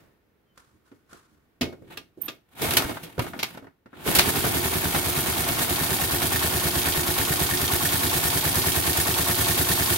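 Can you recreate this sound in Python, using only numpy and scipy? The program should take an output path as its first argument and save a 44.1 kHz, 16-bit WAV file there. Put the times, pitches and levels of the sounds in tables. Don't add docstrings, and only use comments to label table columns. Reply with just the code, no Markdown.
import sys
import numpy as np
from scipy import signal
from scipy.fft import rfft, irfft, next_fast_len
from scipy.io import wavfile
from scipy.ndimage import uniform_filter1d, map_coordinates

SR = 44100
rng = np.random.default_rng(int(sys.argv[2]) if len(sys.argv) > 2 else 0)


def materialize(psi):
    bounded = np.clip(np.atleast_2d(psi).T, -1, 1)
    quanta = np.round(bounded * 32767).astype(np.int16)
    wavfile.write(sys.argv[1], SR, quanta)


N = 439677

# (time [s], four-stroke cycle rate [Hz])
RUN_SPEED = [(4.1, 10.43), (4.39, 10.82), (5.02, 9.242), (5.88, 9.626), (6.15, 8.989), (6.4, 10.106),
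             (6.73, 8.867), (6.84, 9.674), (6.97, 9.055), (8.14, 9.729), (8.4, 9.406), (8.7, 9.859),
             (8.87, 9.308), (9.48, 10.084), (9.8, 9.28), (9.97, 10.334)]
# (frequency [Hz], width [Hz], level [dB])
HEAD_MODES = [(675, 74, 2), (773, 50, 0), (893, 55, 3), (1097, 60, 2.5), (1460, 38, 2), (1620, 43, -4),
              (1720, 39, -1), (1832, 59, 4), (2225, 59, 2)]
# (frequency [Hz], density [dB])
STEEL_SPECTRUM = [(1500, -39.5), (3500, -6.5), (4800, -5.5), (5700, -8), (7200, -5.5), (7600, -11),
                  (8200, -2.5), (9000, -5), (10000, -2.5), (13500, -1.5), (14500, -3), (15000, -12.5),
                  (16000, 2)]
# (frequency [Hz], density [dB])
PANEL_SPECTRUM = [(300, -12), (800, -15), (1100, -5), (1500, -3), (1900, -14), (2400, -16), (4000, -16.5),
                  (7000, -18.5), (10000, -20.5), (16000, -30)]
# (frequency [Hz], L-R [dB])
STEREO_BALANCE = [(150, -2), (250, -2), (350, -5.5), (480, 4), (700, 3), (1500, -0.5), (2800, -.5),
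                  (6000, -0.5), (10000, -2), (15000, -1.5)]


def amp(db):
    return np.exp(np.asarray(db) * (np.log(10) / 20))


def clock():
    return np.arange(N) / SR


def along(points, hz):
    f, v = np.transpose(points)
    return np.interp(np.log(hz + 1), np.log(f + 1), v)


def curves(rows):
    s, *cols = np.transpose(rows)
    return [np.interp(clock(), s, c) for c in cols]


def wobble(rate_hz):
    steps = np.arange(0, N * rate_hz / SR + 1, 1 / 8)
    knots = rng.standard_normal(int(steps[-1]) + 2)
    return np.interp(clock() * rate_hz, steps, map_coordinates(knots, [steps]))


def filtered(x, response):
    size = next_fast_len(N + 8192)
    return irfft(rfft(x, size) * response(np.fft.rfftfreq(size, 1 / SR)), size)[..., :N]


def noise(spectrum):
    # (frequency [Hz], correlation [1])
    likeness = [(30, .35), (70, .8), (150, 0.75), (330, 0.49), (700, 0.36), (1400, 0.1), (5000, 0.04),
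                (14000, 0.0043)]
    size = next_fast_len(N, True)
    hz = np.fft.rfftfreq(size, 1 / SR)
    spread = np.arccos(np.clip(along(likeness, hz), -1, 1)) / 2
    peaks_db = sum(db / (1 + (2 * (hz - centre) / width) ** 2) for centre, width, db in HEAD_MODES)
    white = rng.standard_normal((2, 2 * len(hz))).view(complex)
    mid, side = white * amp(along(spectrum, hz) + peaks_db) * np.array([np.cos(spread), np.sin(spread)])
    lean = amp(along(STEREO_BALANCE, hz) / 2)
    pair = irfft(np.array([(mid + side) * lean, (mid - side) / lean]), size)[:, :N]
    return pair / np.std(pair.mean(axis=0))


def outdoor_air():
    # (time [s], level [dB])
    levels = [(0, -57), (.2, -68.5), (1.5, -67.5), (3.8, -71), (9.97, -77.5)]
    # (frequency [Hz], density [dB])
    spectrum = [(25, -10), (65, -0.5), (140, -2.5), (250, -5), (420, -5.5), (600, -12.5), (1000, -17.5),
                (1550, -15.5), (2100, -19.5), (4000, -27), (8000, -35.5), (16000, -26.5)]
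    return amp(curves(levels)[0]) * noise(spectrum)


def bird(waver_hz):
    # (time [s], pitch [Hz], level [dB])
    chirp = [(.46, 3200, -88), (.51, 3070, -75), (.56, 3030, -88)]
    hz, db = curves(chirp)
    sounding = (clock() > chirp[0][0]) & (clock() < chirp[-1][0])
    phase = 2 * np.pi * np.cumsum(hz + waver_hz * wobble(600)) / SR
    return sounding * amp(db) * np.sqrt(2) * np.sin(phase)


def yard(x, t60_s):
    t = np.arange(SR // 4) / SR
    tail = rng.standard_normal((2, len(t))) * amp(-60 * t / t60_s) * (t > .008)
    wet = signal.oaconvolve(x, tail / np.linalg.norm(tail[0]), axes=1)[:, :N]
    return filtered(wet, lambda hz: amp(along([(300, 1.9), (3000, 0.26), (14000, -0.7)], hz)))


def bodywork(x, echo_db, count=10):
    echoes = np.zeros((2, SR // 40))
    for side in echoes:
        side[rng.integers(SR // 1000, len(side), count)] = rng.choice([-1, 1], count) / np.sqrt(count)
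    near = signal.oaconvolve(x, echoes, axes=1)[:, :N]
    share = lambda hz: amp(echo_db + along([(400, -39), (2000, -4)], hz))
    return filtered(x + filtered(near, share), lambda hz: 1 / np.sqrt(1 + share(hz) ** 2))


def handling():
    # (time [s], panel [dB], frame [dB])
    rubs = [(0.01, -69, -69), (.585, -57, -67), (.68, -68, -72), (.745, -81, -64), (.87, -64, -86),
            (.95, -72, -62), (1.114, -57, -69), (1.147, -55, -61.5), (1.33, -77, -62)]
    # (frequency [Hz], density [dB])
    frame_spectrum = [(25, -22), (80, -2), (150, -7), (300, 1), (700, -34.5)]
    rise_s, rub_t60_s, shiver_db, shiver_t60_s = 0.015, 0.23, -8, 0.95
    power = np.zeros((2, N))
    for s, *levels_db in rubs:
        t = clock()[:3 * SR] - s
        after = np.maximum(t, 0)
        decay = amp(-60 * after / rub_t60_s) + amp(shiver_db - 60 * after / shiver_t60_s)
        shape = np.exp(np.minimum(t, 0) / rise_s) * decay / (1 + amp(shiver_db))
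        power[:, :len(t)] += np.outer(amp(levels_db), shape) ** 2
    panel, frame = np.sqrt(power)
    return panel * amp(2.8 * wobble(160)) * noise(PANEL_SPECTRUM) + frame * noise(frame_spectrum)


def panel_taps():
    # (time [s], level [dB], t60 [s])
    taps = [(.576, -45, .035), (1.13, -44, .04)]
    envelope = np.zeros(N)
    t = np.arange(SR // 8) / SR
    for s, db, t60_s in taps:
        envelope[round(s * SR):][:len(t)] += amp(db - 60 * t / t60_s) * (1 - np.exp(-t / .0005))
    return envelope * noise(PANEL_SPECTRUM)


def pivot_squeaks(waver_hz):
    # (time [s], length [s], pitch [Hz], level [dB])
    slips = [(2.213, 0.017, 14360, -24), (2.22, .045, 12800, -41), (2.25, .022, 13100, -32)]
    out = np.zeros(N)
    waver = waver_hz * wobble(600)
    for s, length_s, hz, db in slips:
        span = slice(round(s * SR), round((s + length_s) * SR))
        phase = 2 * np.pi * np.cumsum(hz + waver[span]) / SR
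        out[span] += amp(db) * np.sqrt(2) * np.hanning(len(phase)) * np.sin(phase)
    return out


def blow_list():
    # (time [s], clang [dB], hardness [dB], ring re clang [dB],
    # rise [s], t60 [s], thud [dB], thud pitch [Hz])
    clangs = [(1.61, -24.5, -3.5, -4, 0.0023, 0.12, -25.5, 248),
              (1.972, -35, -0.5, 6.5, 0.0011, 0.07, -48, 440),
              (2.281, -32, -4, 11, 0.0016, 0.085, -40.5, 312),
              (2.617, -33, 11.5, -8, 0.0016, 0.12, -31.5, 435), (2.707, -25.5, 7, -4, .0012, .06, -42, 350),
              (2.735, -27, 8, -2, .0012, 0.051, -46, 350), (2.768, -13, 8.5, -15, 0.0028, 0.07, -26.5, 413),
              (3.031, -44, 7.5, -6, .0012, 0.15, -42.5, 164), (3.39, -33, -3, -14, 0.0015, 0.15, -47, 191),
              (3.429, -21, 1, -7, 0.0014, 0.055, -41.5, 403),
              (4.149, -22, 12.5, -11, 0.0024, 0.14, -37, 300), (4.186, -16, 6, -4, 0.0018, 0.084, -43, 510),
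              (4.1934, -14.5, -1, -5, 0.00035, 0.021, -44, 500), (4.213, -33, 2, 5, .001, 0.089, -44, 403)]
    # (time [s], clonk [dB], hardness [dB], thud [dB], thud pitch [Hz], L-R [dB])
    knocks = [(0.915, -56.5, -11, -48.5, 280, -1), (1.128, -50, -18, -49, 203, -3),
              (1.725, -47, -15, -46, 520, 2), (1.82, -64, -20, -47, 260, -2),
              (2.173, -71, -40, -42.5, 308, -5), (2.794, -27, -25, -34, 420, 3),
              (2.82, -27.5, -5, -45, 300, 0), (2.847, -35, -18, -30, 62, 0),
              (2.893, -30, -9, -30.5, 290, -4), (2.908, -41, -1, -39, 403, 1),
              (2.967, -34, -12, -54, 268, 0), (3.179, -37, -10, -27.5, 141, -5),
              (3.192, -24, -2, -31, 118, -1), (3.243, -39, -6, -49, 300, 0), (3.265, -38, -10, -45, 400, 0),
              (3.334, -32.5, -26, -40, 186, 2), (3.362, -46, -10, -40, 250, 0),
              (3.547, -42, -12, -45, 190, -2), (3.573, -40.5, -8, -42, 244, -1),
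              (3.623, -55, -30, -46, 280, 0), (3.643, -51, -16, -52, 320, 2),
              (3.669, -49, -30, -55, 183, 0), (3.858, -48, -17.5, -49, 222, -1),
              (3.93, -46, -28, -47, 237, 1), (4.062, -33, -13, -26, 437, 0), (4.084, -38, -12, -33, 260, 2),
              (4.267, -31, -12, -39, 420, 0), (4.281, -36, -14, -31, 160, 0),
              (4.44, -22, -25, -27, 345, -1), (4.946, -23.5, -5, -30, 186, 3), (6.868, -26, 0, -39, 300, 0),
              (8.545, -26, -8, -43, 300, -2), (9.067, -25, -10, -43, 300, 4)]
    for s, clang_db, hard_db, ring_db, rise_s, t60_s, thud_db, hz in clangs:
        clonk_db, tick_db = clang_db - 9.5, clang_db + hard_db
        yield s, (thud_db, clonk_db, clang_db, tick_db, ring_db), hz, t60_s, rise_s, 0
    ring_db, t60_s, rise_s = 0, 0.05, .0012
    for s, clonk_db, hard_db, thud_db, hz, pan_db in knocks:
        clang_db, tick_db = clonk_db - 4.5 + hard_db / 2, clonk_db + hard_db
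        yield s, (thud_db, clonk_db, clang_db, tick_db, ring_db), hz, t60_s, rise_s, pan_db


def clangs_and_knocks(tail_db, tail_t60_s, thud_stretch, boom_db):
    # (frequency [Hz], level [dB], t60 [s])
    lever_modes = [(1200, -15, .08), (1650, -14, .07), (2560, -12, .06), (2756, -3.5, .052),
                   (3311, -12, .06), (3590, -10, .06), (3890, -9, .06)]
    # (frequency [Hz], level [dB], t60 [s])
    tube_modes = [(304, -13.5, .22), (665, -11.5, 0.28), (1240, -17.5, 0.32), (2190, -12, 0.22),
                  (2440, -11.5, 0.16), (2859, -20, .17)]
    # (frequency [Hz], density [dB])
    thud_spectrum = [(25, -18.5), (60, -17), (110, 2), (180, -4), (270, 3.5), (440, -0.5), (580, -7),
                     (1500, -39.5)]
    clonk_spectrum = [(300, -17), (600, 0.5), (800, 2.5), (1100, -1.5), (1450, 2.5), (1800, -3.5),
                      (2200, -9), (5000, -43)]
    clang_spectrum = [(900, -15), (2000, 2.5), (2800, 5), (4000, 2), (5000, -0.5), (6500, -6.5),
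                      (12000, -32)]
    envelopes, ring = np.zeros((4, 2, N)), np.zeros(N)
    for s, levels_db, thud_hz, t60_s, rise_s, pan_db in blow_list():
        thud_db, clonk_db, clang_db, tick_db, ring_db = levels_db
        span = slice(round(s * SR), round(s * SR) + SR // 2)
        t = np.arange(len(ring[span])) / SR
        attack = 1 - np.exp(-t / rise_s)
        sides = amp(np.array([[.5], [-.5]]) * pan_db)
        shiver = amp(tail_db - 60 * t / tail_t60_s)
        bands = [(thud_db - 2, thud_stretch), (clonk_db, 1.43), (clang_db, 1), (tick_db, 0.64)]
        for band, (db, stretch) in enumerate(bands):
            decay = amp(-60 * t / (t60_s * stretch))
            envelopes[band, :, span] += sides * attack * amp(db) * (decay + shiver)
        ring[span] += attack * amp(thud_db + boom_db - 60 * t / t60_s) * np.sin(2 * np.pi * thud_hz * t)
        for modes, drive_db in ((lever_modes, clang_db + ring_db), (tube_modes, min(thud_db, clang_db))):
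            for hz, db, life_s in modes:
                mode_db = drive_db + db + 1.1 * rng.standard_normal()
                ring[span] += attack * amp(mode_db - 60 * t / life_s) * np.sin(2 * np.pi * hz * t)
    chatter = amp(1.3 * wobble(350))
    spectra = (thud_spectrum, clonk_spectrum, clang_spectrum, STEEL_SPECTRUM)
    return ring + chatter * sum(env * noise(spectrum) for env, spectrum in zip(envelopes, spectra))


def cycle_hz():
    kick_s, push_s, spin_up_s, coast_tau_s = 2.5, .29, .15, .3
    crawl_hz, kick_hz = 0.97, 7.3
    t = clock()
    coast = np.exp(-np.maximum(t - kick_s - push_s, 0) / coast_tau_s)
    kick = np.clip((t - kick_s) / spin_up_s, 0, 1) * coast
    cranking_hz = crawl_hz + (kick_hz - crawl_hz) * kick
    caught = np.clip(1 + (t - RUN_SPEED[0][0]) / spin_up_s, 0, 1)
    return cranking_hz + caught * (curves(RUN_SPEED)[0] - cranking_hz)


def cam_angle(firing_s):
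    turns = np.cumsum(cycle_hz()) / SR
    return turns - turns[round(firing_s * SR)]


def strikes(angle, scatter_db, jitter_s):
    at = np.flatnonzero(np.diff(np.floor(angle)) > 0)
    size, late = rng.standard_normal((len(at), 2)).T
    at = np.clip(at + np.round(late * jitter_s * SR).astype(int), 0, N - 1)
    return np.bincount(at, amp(scatter_db * size), N)


def dying(impulses, t60_s):
    return np.sqrt(signal.lfilter([1], [1, -10 ** (-6 / (t60_s * SR))], impulses ** 2))


def ringing(blows, modes, rise_s, focus_hz=None, focus_db_per_oct=17, scatter_db=2.2):
    t = np.arange(SR // 12) / SR
    hz, width_hz, db = np.transpose(modes)
    if focus_hz:
        db = db - focus_db_per_oct * np.abs(np.log2(hz / focus_hz))
    phase = np.outer(hz, t) + rng.random((2, len(hz), 1))
    waves = np.exp(-np.pi * np.outer(width_hz, t)) * np.sin(2 * np.pi * phase) * (1 - np.exp(-t / rise_s))
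    out = np.zeros((2, N + len(t)))
    for at in np.flatnonzero(blows):
        out[:, at:at + len(t)] += blows[at] * amp(db + scatter_db * rng.standard_normal(len(hz))) @ waves
    return out[:, :N]


def low_thumps():
    # (time [s], level [dB], pitch [Hz], t60 [s])
    thumps = [(1.62, -32, 84, 0.22), (2.68, -23, 79.5, .08), (3.182, -20, 115, 0.16),
              (4.074, -21, 230, 0.067)]
    out = np.zeros(N)
    t = np.arange(SR // 4) / SR
    attack = 1 - np.exp(-t / 0.0048)
    for s, db, hz, t60_s in thumps:
        out[round(s * SR):][:len(t)] += attack * amp(db - 60 * t / t60_s) * np.sin(2 * np.pi * hz * t)
    return out


def exhaust(angle, t60_s):
    # (phase [cycles], level [dB], pitch [Hz], crankcase [dB])
    puffs = [(0.97, -14.5, 120.7, -33.5), (0.0896, -17, 115, -27), (.215, -23, 70, -30.5),
             (.335, -21.5, 105, -40), (.45, -28.5, 130, -34)]
    # (frequency [Hz], width [Hz], level [dB])
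    case_modes = [(232, 40, -6.5), (296, 26, -2.5), (352.2, 19, 0), (400, 52, -9)]
    # (time [s], level [dB])
    combustion = [(4.0, -85), (4.07, -14), (4.6, -1.5), (5.5, -3.5), (6.1, -1), (9.97, 0)]
    t = np.arange(SR // 8) / SR
    attack = 1 - np.exp(-t / 0.0017)
    case, out = np.zeros((2, len(t))), np.zeros((2, N))
    for hz, width_hz, db in case_modes:
        sides = amp(db + np.array([[.5], [-.5]]) * along(STEREO_BALANCE, hz))
        case += sides * np.exp(-np.pi * width_hz * t) * np.sin(2 * np.pi * hz * t)
    for phase, db, hz, case_db in puffs:
        swing = np.sin(2 * np.pi * hz * t) * amp(db - 60 * t / t60_s)
        pulses = strikes(angle - phase, scatter_db=.8, jitter_s=.00018)
        out += signal.oaconvolve(pulses[None], attack * (swing + amp(case_db) * case), axes=1)[:, :N]
    return out * amp(curves(combustion)[0])


def rockers(angle):
    # (phase [cycles], knock [dB], knock focus [Hz], clack [dB], tick [dB])
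    contacts = [(.111, -30, 1820, -37, -25), (.18, -36, 830, -33.5, -38), (.24, -32.5, 830, -49, -29),
                (.455, -52, 3900, -29, -30.5), (.6, -40, 753, -34, -52.5), (.67, -28.5, 1140, -46, -50),
                (.76, -30, 1036, -43, -39), (.845, -33, 690, -43.5, -42.5), (.862, -30.5, 1575, -31.5, -39)]
    # (frequency [Hz], width [Hz], level [dB])
    arm_modes = [(2704, 43, -7.5), (3166, 65, -0.5), (3580, 80, -2), (3890, 59, -2), (4020, 78, -6),
                 (4280, 90, -0.5), (4670, 66, -1)]
    # (frequency [Hz], density [dB])
    crack_spectrum = [(1000, -35.5), (2300, 0), (3800, 0), (6500, -3.5), (12000, -27)]
    force = amp(np.interp(clock(), [4.0, 4.2, 4.45, 6.0, 9.5], [-69, -2, -6.5, -0.5, 1.5]))
    energy, rings = np.zeros((2, N)), np.zeros((2, N))
    for phase, knock_db, focus_hz, clack_db, tick_db in contacts:
        blows = strikes(angle - phase, scatter_db=2.1, jitter_s=.0004)
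        energy += np.outer(amp([clack_db - 3.5, tick_db]), dying(blows, t60_s=0.075)) ** 2
        rings += amp(knock_db) * ringing(blows, HEAD_MODES, rise_s=0.0013, focus_hz=focus_hz)
        rings += amp(clack_db - 1) * ringing(blows, arm_modes, rise_s=0.0011)
    crack, tick = np.sqrt(energy)
    return force * (rings + crack * noise(crack_spectrum) + tick * noise(STEEL_SPECTRUM))


def drive_gains():
    # (peak time [s], hold [s], fall [dB/s], rumble [dB], casing [dB], chain [dB])
    swells = [(1.813, .18, 205, -49.5, -72, -91.5), (1.927, 0.012, 297, -55, -46.5, -54.5),
              (2.252, 0.012, 192, -48, -51.5, -53), (2.63, 0.082, 58, -31, -30.5, -32.5),
              (3.223, 0.016, 81, -36.5, -43.5, -44), (3.423, 0.13, 265, -50.5, -53.5, -56.5),
              (3.976, 0.13, 98, -45.5, -49.5, -60), (4.126, 0.048, 250, -48, -31, -43)]
    idle_db, idle_hz, race_db_per_hz = np.array([[-31.5], [-31.5], [-32]]), 9.26, 0.5
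    catch_s, swell_db_per_s, brighten_db_per_s = 4.08, 307, 0.64
    steepness = np.array([[1], [1], [1.05]])
    t = clock()
    race_db = race_db_per_hz * (curves(RUN_SPEED)[0] - idle_hz)
    running_db = idle_db + race_db + steepness * swell_db_per_s * np.clip(t - catch_s, -1, 0)
    running_db[2] += brighten_db_per_s * (t - catch_s)
    power = amp(running_db) ** 2
    for s, hold_s, fall_db_per_s, *levels_db in swells:
        span = slice(round((s - .5) * SR), round((s + 1) * SR))
        age_s = t[span] - s
        shape_db = np.minimum(swell_db_per_s * age_s, -fall_db_per_s * np.maximum(age_s - hold_s, 0))
        power[:, span] += amp(steepness * shape_db + np.array(levels_db)[:, None]) ** 2
    return np.sqrt(power)


def cam_drive(angle, teeth):
    # (phase after firing [cycles], rumble [dB], casing [dB], chain [dB])
    valve_load = [(0, 5, 3, 4.5), (.12, 4.5, 0.5, 4.5), (.28, 0, 0, 6), (.42, 0, -2.5, 1),
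                  (.58, 0, -1.5, 3), (.68, -1.5, -0.5, 0.5), (.8, 2.5, 3, 4.5), (.88, 2.5, 2.5, 6.5)]
    # (frequency [Hz], density [dB])
    casing_spectrum = [(300, -40.5), (480, 0), (560, -3), (700, 4.5), (1100, -2), (1350, 1), (1850, -1),
                       (2000, -5), (2200, -0.5), (2550, -2), (3800, -4), (5500, -24.5), (8000, -17.5),
                       (12000, -46)]
    rumble_spectrum = [(20, -20), (45, -7.5), (70, -0.5), (160, 0), (210, -1), (300, 0.5), (365, 0.5),
                       (440, -6), (560, -17), (900, -41)]
    phase, *loads_db = np.transpose(valve_load)
    pace = np.clip(cycle_hz() / 9, 0, 1) ** 2
    rumble, casing, chain = [gain * amp(pace * np.interp(angle, phase, load_db, period=1))
                             for gain, load_db in zip(drive_gains(), loads_db)]
    links = dying(strikes(angle * teeth, scatter_db=1.6, jitter_s=.0004), t60_s=.024)
    links /= np.sqrt(np.abs(uniform_filter1d(links ** 2, SR // 10)) + 1e-3)
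    grain = pace * links * amp(.5 * wobble(22)) + (1 - pace) * amp(3 * wobble(110) - 1)
    rasp = amp(0.5) * chain * grain * noise(STEEL_SPECTRUM)
    clatter = amp(-1.5 - 1.28 * pace) * casing * grain * amp(1.3 * wobble(140)) * noise(casing_spectrum)
    growl = pace * np.sin(2 * np.pi * teeth * angle + 0.98 * wobble(24)) * amp([[-14], [-7]])
    growl *= amp(np.interp(clock(), [4.0, 4.1, 4.25, 4.5, 4.8], [-4, -6, 9, 5, -1.5]))
    growl *= amp(2 * wobble(70) - 2.5)
    looseness = amp(np.interp(clock(), [4.3, 4.8], [-3, -5.5]))
    return rasp + clatter + rumble * (looseness * noise(rumble_spectrum) + growl)


def scene():
    angle = cam_angle(firing_s=4.56)
    engine = cam_drive(angle, teeth=38) + rockers(angle) + exhaust(angle, t60_s=0.043) + low_thumps()
    blows = clangs_and_knocks(tail_db=-27.5, tail_t60_s=0.35, thud_stretch=2.96, boom_db=6.5)
    squeak = pivot_squeaks(waver_hz=160) * amp([[-9], [4]])
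    scooter = bodywork(engine + blows, echo_db=-9) + squeak + handling() + panel_taps()
    outdoors = outdoor_air() + bird(waver_hz=25)
    return scooter + amp(-13.5) * yard(scooter, t60_s=0.21) + outdoors


def record(dry):
    low_hz, top_hz, taper_hz = 15, 15950, 300
    thinned = signal.sosfilt(signal.butter(1, low_hz, "highpass", fs=SR, output="sos"), dry)
    return filtered(thinned, lambda hz: np.sin(np.pi / 2 * np.clip((top_hz - hz) / taper_hz, 0, 1)) ** 2)


dry = scene()
out = record(dry)
materialize(out)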